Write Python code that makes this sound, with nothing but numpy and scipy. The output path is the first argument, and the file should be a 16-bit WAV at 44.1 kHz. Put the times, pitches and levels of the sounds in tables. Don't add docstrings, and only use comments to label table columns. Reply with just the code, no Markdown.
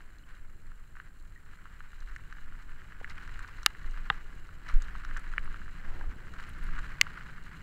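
import sys
import numpy as np
from scipy import signal
from scipy.fft import rfft, irfft
from scipy.io import wavfile
from scipy.ndimage import uniform_filter1d

SR = 44100
rng = np.random.default_rng(int(sys.argv[2]) if len(sys.argv) > 2 else 0)


def dump_mix(stems):
    frames = np.atleast_2d(stems).T
    limited = np.clip(frames, -1, 1)
    pcm = np.round(limited * 32767).astype(np.int16)
    wavfile.write(sys.argv[1], SR, pcm)


def elevation(decibels):
    levels = np.asarray(decibels, float)
    return 10 ** (levels / 20)


N = 336042
T = np.arange(N) / SR

# time in seconds, crunch level in dB.
CRUNCH = [(0.0, -65.5), (1.31, -66.5), (1.66, -61.5), (2.1, -59.5), (2.63, -60.5), (3.4, -55.5),
          (4.03, -56), (4.39, -59), (4.69, -60.5), (4.86, -52), (5.07, -53.5), (5.92, -56), (6.09, -59),
          (6.28, -58), (6.51, -54.5), (6.88, -51.5), (7.03, -53.5), (7.62, -56)]
# middle in seconds, swell in dB, half length in seconds.
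SLIDES = [(0.316, 9.5, 0.039), (1.538, 2.5, 0.033), (1.935, 8, 0.0047), (2.09, 5.5, 0.02),
          (3.106, 11.5, 0.0077), (3.179, 5.5, 0.0094), (3.345, 5.5, 0.011), (3.435, 2, 0.011),
          (3.59, 4.5, 0.0084), (3.979, 7, 0.0036), (4.13, 6, 0.038), (4.693, 12, 0.051),
          (4.888, 1.5, 0.0086), (5.171, 11.5, 0.011), (5.275, 3, 0.0066), (5.85, 7.5, 0.011),
          (5.95, -0.5, .06), (6.423, 4.5, 0.053), (6.77, 2.5, 0.029)]
# frequency in Hz, width in Hz, level in dB.
CASE_LOW = [(1250, 370, -1), (1550, 510, 11.5), (1927, 160, -10)]
CASE_HIGH = [(2390, 290, 1.5), (2796, 250, 4), (3990, 350, 0.5), (4920, 73, -7.5)]
CASE_TOP = [(4900, 900, -10), (6900, 1500, 0), (9300, 530, -6), (11500, 2400, -13)]
# time in seconds, rush level in dB.
SPEED = [(0.0, -60), (2.06, -59.5), (2.16, -59), (3.22, -55), (4.05, -56.5), (6.15, -52), (6.43, -53),
         (7.0, -52.5), (7.62, -55)]
# middle in seconds, swell in dB, half length in seconds.
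SKIDS = [
    (0, 9, .1),
    (2.04, 3, .08),
    (4.2, 4.5, 0.72),
    (5.95, 13, 0.13),
    (6.25, 4.5, .15),
    (7.0, 4, 0.19),
]
# middle in seconds, swell in dB, half length in seconds.
GUSTS = [(.06, 6, .04), (.6, 4, 0.26), (2.07, 12, 0.11), (2.55, 8, 0.31), (3.35, 9.5, 0.23),
         (3.95, 14, 0.19), (4.2, 8, 0.074), (4.76, 21, 0.043), (4.92, 10.5, 0.11), (5.3, 10, 0.74),
         (5.95, 10, 0.089), (6.08, 9, 0.029), (6.43, 3.5, 0.04), (6.7, 18, 0.15), (6.92, 8, 0.058),
         (7.15, 2, 0.024), (7.43, 6, 0.029)]
# frequency in Hz, density in dB per Hz.
BUFFET_SPECTRUM = [(4, -46), (7, 5), (22, 3), (31, -9), (40, -10.5), (55, -26), (90, -81.5)]
RUSH_SPECTRUM = [(22, -26), (38, -7.5), (54, -11.5), (91, -16), (151, -24.5), (309, -30.5), (700, -45.5),
                 (910, -70), (1540, -120)]
HISS_SPECTRUM = [(300, -24.5), (2000, -34), (6000, -33), (10000, -29), (16000, -31)]
# frequency in Hz, width in Hz, level in dB.
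TYRE_MODES = [(122, 27, -6.5), (150.3, 26.5, -0.5)]
# start in seconds, peak in dB, ring in Hz.
KNOCKS = [(0.9532, -41, 1540), (0.9674, -39.5, 1480), (0.9992, -31.5, 1550), (1.6544, -37, 1350),
          (1.8043, -34.5, 1460), (2.1614, -30, 1750), (2.3245, -32.5, 1540), (2.383, -38, 1410),
          (2.597, -43, 1610), (2.9219, -38.5, 1580), (3.044, -25.5, 1750), (3.276, -35.5, 1530),
          (3.3909, -32, 1530), (3.4454, -33.5, 1440), (3.6298, -36, 1350), (3.7489, -35, 1690),
          (3.9727, -35.5, 1470), (4.4893, -38, 1340), (4.688, -34, 1510), (4.883, -36.5, 1650),
          (4.9516, -33, 1240), (5.0487, -30, 1460), (5.1102, -31, 1540), (5.1642, -27.5, 1540),
          (5.3359, -31.5, 1420), (5.476, -35.5, 1250), (5.5426, -33.5, 1420), (6.688, -35, 1360),
          (6.789, -29, 1440), (7.067, -28.5, 1390)]
# start in seconds, peak in dB.
TAPS = [(0.0054, -41.5), (0.3431, -48), (0.7168, -43.5), (1.5342, -43), (1.9305, -40), (2.0228, -42),
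        (2.095, -46), (2.46, -50), (2.5226, -40.5), (2.6239, -45), (2.693, -41.5), (3.1844, -38),
        (3.5803, -43), (4.0604, -36.5), (4.723, -40), (4.8199, -39), (4.8372, -42), (5.036, -37),
        (5.0883, -39), (5.2673, -37), (5.6155, -37.5), (5.679, -36), (6.338, -36), (6.388, -35.5),
        (6.7645, -33), (6.7793, -30), (7.1757, -35), (7.3798, -37), (7.4674, -41), (7.547, -46)]
# time in seconds, teeth passed.
RATCHET = [(.015, 0), (.105, 2), (.185, 5), (.305, 8), (.485, 13), (.568, 15), (.717, 18), (.878, 22),
           (.936, 24), (1.11, 31), (1.2, 34), (1.297, 38), (1.61, 50)]
# frequency in Hz, level in dB, ring time in seconds.
PAWL_MODES = [(4200, 0, 0.017), (7170, -1, 0.014), (9000, -5.5, 0.0087)]
# start in seconds, peak in dB, centre in Hz.
CHIPS = [(0.184, -53.5, 5100), (1.1962, -61, 7300), (2.0036, -48.5, 5190), (2.0956, -54, 5070),
         (2.161, -47.5, 6600), (2.3254, -50.5, 5070), (2.6234, -56, 5250), (3.097, -39.5, 4720),
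         (3.1084, -50, 5220), (3.224, -55, 5080), (3.275, -51, 5240), (3.3912, -47.5, 6680),
         (3.477, -50, 5020), (3.6303, -40.5, 5080), (3.8292, -57, 7160), (3.909, -52, 5610),
         (4.4687, -56, 5780), (4.6869, -40.5, 5030), (4.739, -47, 6900), (4.8204, -36.5, 5800),
         (4.9562, -55, 5100), (5.0478, -42, 5160), (5.1696, -41, 6470), (6.3362, -47, 5400),
         (6.3844, -56, 5100), (6.4258, -56, 7400), (6.4378, -50, 5190), (6.79, -47, 6950),
         (7.437, -54, 6660)]
# start in seconds, peak in dB, centre in Hz.
PINGS = [
    (5.1936, -50, 8100),
    (5.444, -51, 9200),
    (6.4916, -47, 10300),
    (6.5854, -58, 10300),
    (6.6378, -49, 9980),
]
# start in seconds, peak in dB, ring in Hz, ring time in seconds.
TINKS = [
    (.237, -59, 3000, .02),
    (1.3597, -47.5, 1890, 0.031),
    (1.376, -52, 1850, .02),
]
# start in seconds, peak in dB, ring in Hz, ring time in seconds.
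THUDS = [
    (3.013, -40, 480, 0.015),
    (6.011, -36.5, 956, 0.023),
    (6.04, -41.5, 710, 0.017),
    (3.662, -38.5, 219, 0.01),
    (4.101, -38.5, 85, 0.04),
    (4.36, -45, 90.5, 0.083),
    (4.755, -38.5, 45, .1),
    (6.075, -33.5, 48, 0.13),
]
# start in seconds, peak in dB, contact in seconds.
CRACKS = [
    (3.6619, -1, .00005),
    (4.1005, -7, 0.0003),
    (5.3805, -13, 0.00034),
    (7.0128, 0.6, 0.00015),
]
# frequency in Hz, level in dB, ring time in seconds.
CRACK_1_MODES = [(837, -42, 0.021), (1240, -33, 0.015), (1750, -34, 0.01), (2220, -38, .012),
                 (2877, -31.5, 0.011), (3830, -34.5, 0.0077), (4830, -37, 0.0038), (6630, -43, 0.0044),
                 (7790, -44.5, 0.0045), (9760, -47, 0.0026), (11700, -52, 0.0028), (13600, -56, 0.0022),
                 (14700, -56, .003)]
CRACK_2_MODES = [(160, -24, 0.11), (457, -43, 0.075), (802, -36, 0.043), (1040, -37.5, 0.022),
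                 (1240, -32.5, 0.021), (1580, -33.5, 0.011), (1920, -36, 0.011), (2750, -41.5, 0.014),
                 (3180, -42, 0.0092), (3680, -44, 0.0083), (4770, -63, 0.0092), (5800, -77, .004),
                 (6750, -72, 0.0076)]
CRACK_3_MODES = [(1250, -38.5, 0.005), (1750, -28.5, 0.0061), (2320, -36, 0.0076), (2900, -41, 0.012),
                 (4140, -71, .008)]
CRACK_4_MODES = [(1150, -37, 0.022), (1540, -37.5, 0.009), (2073, -21, 0.011), (2940, -25, 0.005),
                 (3580, -38.5, 0.011), (4490, -29, 0.0038), (5870, -36.5, 0.0042), (6620, -33, 0.0028),
                 (7860, -47, 0.0031), (9000, -53, 0.0053), (10600, -53, 0.0078), (11800, -46.5, .003),
                 (14600, -52, .004), (15800, -63, .003)]

GRIT_DB, GRIT_DB_PER_DB = -67.5, 0.83
SPRAY_DB, SPRAY_DB_PER_DB = -79.5, 0.61
PEBBLES_PER_S, PEBBLE_DB = 140, -5
SKID_DB, SKID_DB_PER_DB = -72, 0.9
BUFFET_DB, BUFFET_DB_PER_DB = -49.5, 0.17
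GUST_RUSH_SHARE = 0.05
TYRE_DB, TYRE_RISE_DB_PER_S = -74, 2.3
MOUNT_HZ, MOUNT_DB = 59.8, -65.5
TAP_HZ, TAP_SPREAD_RATIO, KNOCK_CONTACT_S = 1437, 0.02, 0.00035
BOUNCE_S, BOUNCE_DB = 0.005, -11
PAWL_DB, PAWL_SPREAD_DB = -64, 2
CHIP_S, CHIP_WIDTH_HZ = 0.016, 1360
CHIP_CASE_DB, CHIP_LOUD_DB = -4, -51
CHIP_DRY_DB_PER_DB = 0.46
CASE_HOLLOW_HZ, CRACK_HOLLOW_HZ, CRACK_LOW_HZ = 3510, 3130, 600
HISS_DB, WHINE_HZ, WHINE_DB = -76.5, 7630, -81
CLIP_PEAK, TOP_HZ = 0.99, 15750


def unit(x):
    return x / np.sqrt(np.mean(x ** 2))


def curve(table):
    s, db = np.transpose(table)
    return np.interp(T, s, db)


def swells(table):
    return sum(db * np.exp(-((T - s) / half_s) ** 2) for s, db, half_s in table)


def walk(rate_hz):
    hold = int(SR / rate_hz)
    steps = np.repeat(rng.standard_normal(N // hold + 1), hold)
    return 1.48 * uniform_filter1d(uniform_filter1d(steps, hold), hold)[:N]


def coloured(spectrum):
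    hz, db = np.transpose(spectrum)
    f = np.arange(N // 2 + 1) * SR / N + 0.0017
    gain = elevation(np.interp(np.log(f), np.log(hz), db))
    return unit(irfft(rfft(rng.standard_normal(N)) * gain, N))


def resonate(x, modes):
    f = np.arange(N // 2 + 1) * SR / N + 1e-3
    gain = 0
    for hz, width_hz, db in modes:
        detune = (f / hz - hz / f) * hz / (1.62 * width_hz)
        gain = gain + elevation(db) / (1 + 1j * detune) ** 2
    return unit(irfft(rfft(x) * gain, N))


def hollow(x, hz, sharpness, depth):
    notched = signal.lfilter(*signal.iirnotch(hz, sharpness, fs=SR), x)
    return (1 - depth) * x + depth * notched


def ring(modes, contact_s):
    t = T[:SR // 12]
    y = np.zeros(len(t))
    for k, (hz, db, t60_s) in enumerate(modes):
        decay = np.exp(-np.log(1000) * t / t60_s)
        y += (-1) ** k * elevation(db) / t60_s * decay * np.sin(2 * np.pi * hz * t)
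    y = y * (1 - np.exp(-t / contact_s))
    return y / np.max(np.abs(y))


def scratch(noise, hz, width_ratio, length_s):
    edges_hz = [(1 - width_ratio) * hz, (1 + width_ratio) * hz]
    band = signal.butter(2, edges_hz, "bandpass", fs=SR, output="sos")
    t = T[:len(noise)]
    envelope = np.exp(-np.log(1000) * t / length_s) * (1 - np.exp(-t / 0.00023))
    y = signal.sosfilt(band, noise) * envelope
    return y / np.max(np.abs(y))


def add(out, s, sound):
    i = int(s * SR)
    out[i:i + len(sound)] += sound[:N - i]


def grains(per_s, spread_db, length_s, smooth):
    hit = rng.random(N) < per_s / SR
    sizes = hit * elevation(spread_db * np.minimum(rng.exponential(size=N), 3.2))
    bursts = signal.lfilter([1], [1, -np.exp(-1 / (length_s * SR))], sizes)
    return rng.standard_normal(N) * (unit(bursts) + smooth)


def gravel():
    crunch_db, slide_db = curve(CRUNCH), swells(SLIDES)
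    grit_db = GRIT_DB + GRIT_DB_PER_DB * (crunch_db + 57.5)
    spray_db = SPRAY_DB + SPRAY_DB_PER_DB * (crunch_db + 60.5)
    stones = unit(grains(per_s=340, spread_db=2.5, length_s=0.0011, smooth=1.5))
    sand = unit(grains(per_s=270, spread_db=1.0, length_s=0.0038, smooth=0.35))
    pebbles = unit((rng.random(N) < PEBBLES_PER_S / SR) * rng.uniform(-1.02, 1, size=N))
    patch_db = 0.62 * walk(30)
    crunch = resonate(stones + elevation(PEBBLE_DB) * pebbles, CASE_LOW)
    crunch *= elevation(crunch_db + slide_db + 1.35 + 1.76 * walk(70))
    grit = resonate(0.3 * stones + 0.12 * pebbles + sand, CASE_HIGH)
    grit *= elevation(grit_db + 0.71 * slide_db - 0.34)
    spray = resonate(0.168 * stones + sand, CASE_TOP)
    spray *= elevation(spray_db + 0.4 * slide_db + 1.7)
    return elevation(patch_db) * (crunch + grit + spray)


def skid():
    skid_db = SKID_DB + SKID_DB_PER_DB * (curve(SPEED) + 54.5) + swells(SKIDS)
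    modes = [(410, 210, -1.0), (578, 580, 0.24), (920, 650, -1.2)]  # Hz, width Hz, dB
    return resonate(rng.standard_normal(N), modes) * elevation(skid_db + 2.0)


def wind():
    speed_db, gust_db = curve(SPEED), swells(GUSTS)
    rush_db = speed_db + GUST_RUSH_SHARE * gust_db + 1.0
    buffet_db = BUFFET_DB + BUFFET_DB_PER_DB * (speed_db + 56.5) + gust_db
    rush = coloured(RUSH_SPECTRUM) * elevation(rush_db + 2.5 + 1.0 * walk(23))
    return coloured(BUFFET_SPECTRUM) * elevation(buffet_db + 5.0) + rush


def tyres():
    drone_db = TYRE_DB + TYRE_RISE_DB_PER_S * T + 1.65 * walk(6.6)
    drone = resonate(rng.standard_normal(N), TYRE_MODES) * elevation(drone_db)
    hum = resonate(rng.standard_normal(N), [(MOUNT_HZ, 7, 0)]) * elevation(MOUNT_DB)
    return drone + hum


def knocks():
    out = np.zeros(N)
    hits = list(KNOCKS)
    for (s, db), chance in zip(TAPS, rng.standard_normal(len(TAPS))):
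        hits.append((s, db, TAP_HZ * (1 + TAP_SPREAD_RATIO * chance)))
    bounces = []
    for (s, db, hz), (a, b) in zip(hits, rng.random((len(hits), 2))):
        bounces.append((s + BOUNCE_S * (0.609 + a), db + BOUNCE_DB - 6 * b, hz * (0.95 + 0.2 * b)))
    for s, db, hz in hits + bounces:
        modes = [(0.8 * hz, -7, 0.009), (hz, 0, 0.011), (1.196 * hz, -5, 0.009),
                 (2850, -17, 0.009), (4050, -29, 0.008)]
        add(out, s + 0.0006, elevation(db - 0.4) * ring(modes, KNOCK_CONTACT_S))
    return out


def freewheel():
    out, tick = np.zeros(N), ring(PAWL_MODES, 0.00017)
    s, teeth = np.transpose(RATCHET)
    times = np.interp(np.arange(teeth[-1]), teeth, s)
    for start, chance in zip(times, rng.standard_normal(len(times))):
        add(out, start, elevation(PAWL_DB + PAWL_SPREAD_DB * chance) * tick)
    return out


def chips():
    out = np.zeros(N)
    hits = list(CHIPS) + list(PINGS)
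    for (s, db, hz), noise in zip(hits, rng.standard_normal((len(hits), SR // 20))):
        case_db = CHIP_CASE_DB - CHIP_DRY_DB_PER_DB * (db - CHIP_LOUD_DB) - 9 * (hz > 8000)
        case = scratch(noise, 4100, 0.081, 1.2 * CHIP_S)
        case += 0.39 * scratch(noise, 2900, 0.29, 0.55 * CHIP_S)
        chip = scratch(noise, hz, CHIP_WIDTH_HZ / hz, CHIP_S) + elevation(case_db) * case
        add(out, s + 0.00041, elevation(db - 1.3) * chip)
    return out


def tinks():
    out = np.zeros(N)
    for s, db, hz, t60_s in TINKS:
        add(out, s, elevation(db) * ring([(hz, 0, t60_s)], 0.0012))
    return out


def thuds():
    out = np.zeros(N)
    for s, db, hz, t60_s in THUDS:
        modes = [(hz, 0, t60_s), (1.7 * hz, -3, t60_s)]
        add(out, s, elevation(db + 1.0) * ring(modes, 0.00053))
    return out


def cracks():
    out = np.zeros(N)
    stones = (CRACK_1_MODES, CRACK_2_MODES, CRACK_3_MODES, CRACK_4_MODES)
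    for (s, db, contact_s), modes in zip(CRACKS, stones):
        add(out, s, elevation(db) * ring(modes, contact_s))
    out = signal.sosfilt(signal.butter(2, CRACK_LOW_HZ, "highpass", fs=SR, output="sos"), out)
    out = hollow(out, CRACK_LOW_HZ, 3.7, depth=0.53)
    return hollow(out, CRACK_HOLLOW_HZ, 18, depth=0.7)


def scene():
    ground = hollow(gravel() + skid(), CASE_HOLLOW_HZ, 4.2, depth=0.36)
    air = wind() + tyres()
    strikes = knocks() + freewheel() + chips() + tinks() + thuds() + cracks()
    return (ground + air + strikes)[None]


def low_pass(x):
    return signal.sosfilt(signal.butter(12, 16640, fs=SR, output="sos"), x)


def record(dry):
    hiss = elevation(HISS_DB) * coloured(HISS_SPECTRUM)
    whine = np.sqrt(2) * elevation(WHINE_DB) * np.sin(2 * np.pi * WHINE_HZ * T)
    top = signal.ellip(10, 0.3, 60, TOP_HZ, fs=SR, output="sos")
    mix = signal.sosfilt(top, np.clip(dry, -CLIP_PEAK, CLIP_PEAK) + hiss + whine)
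    return low_pass(mix)


dry = scene()
out = record(dry)
dump_mix(out)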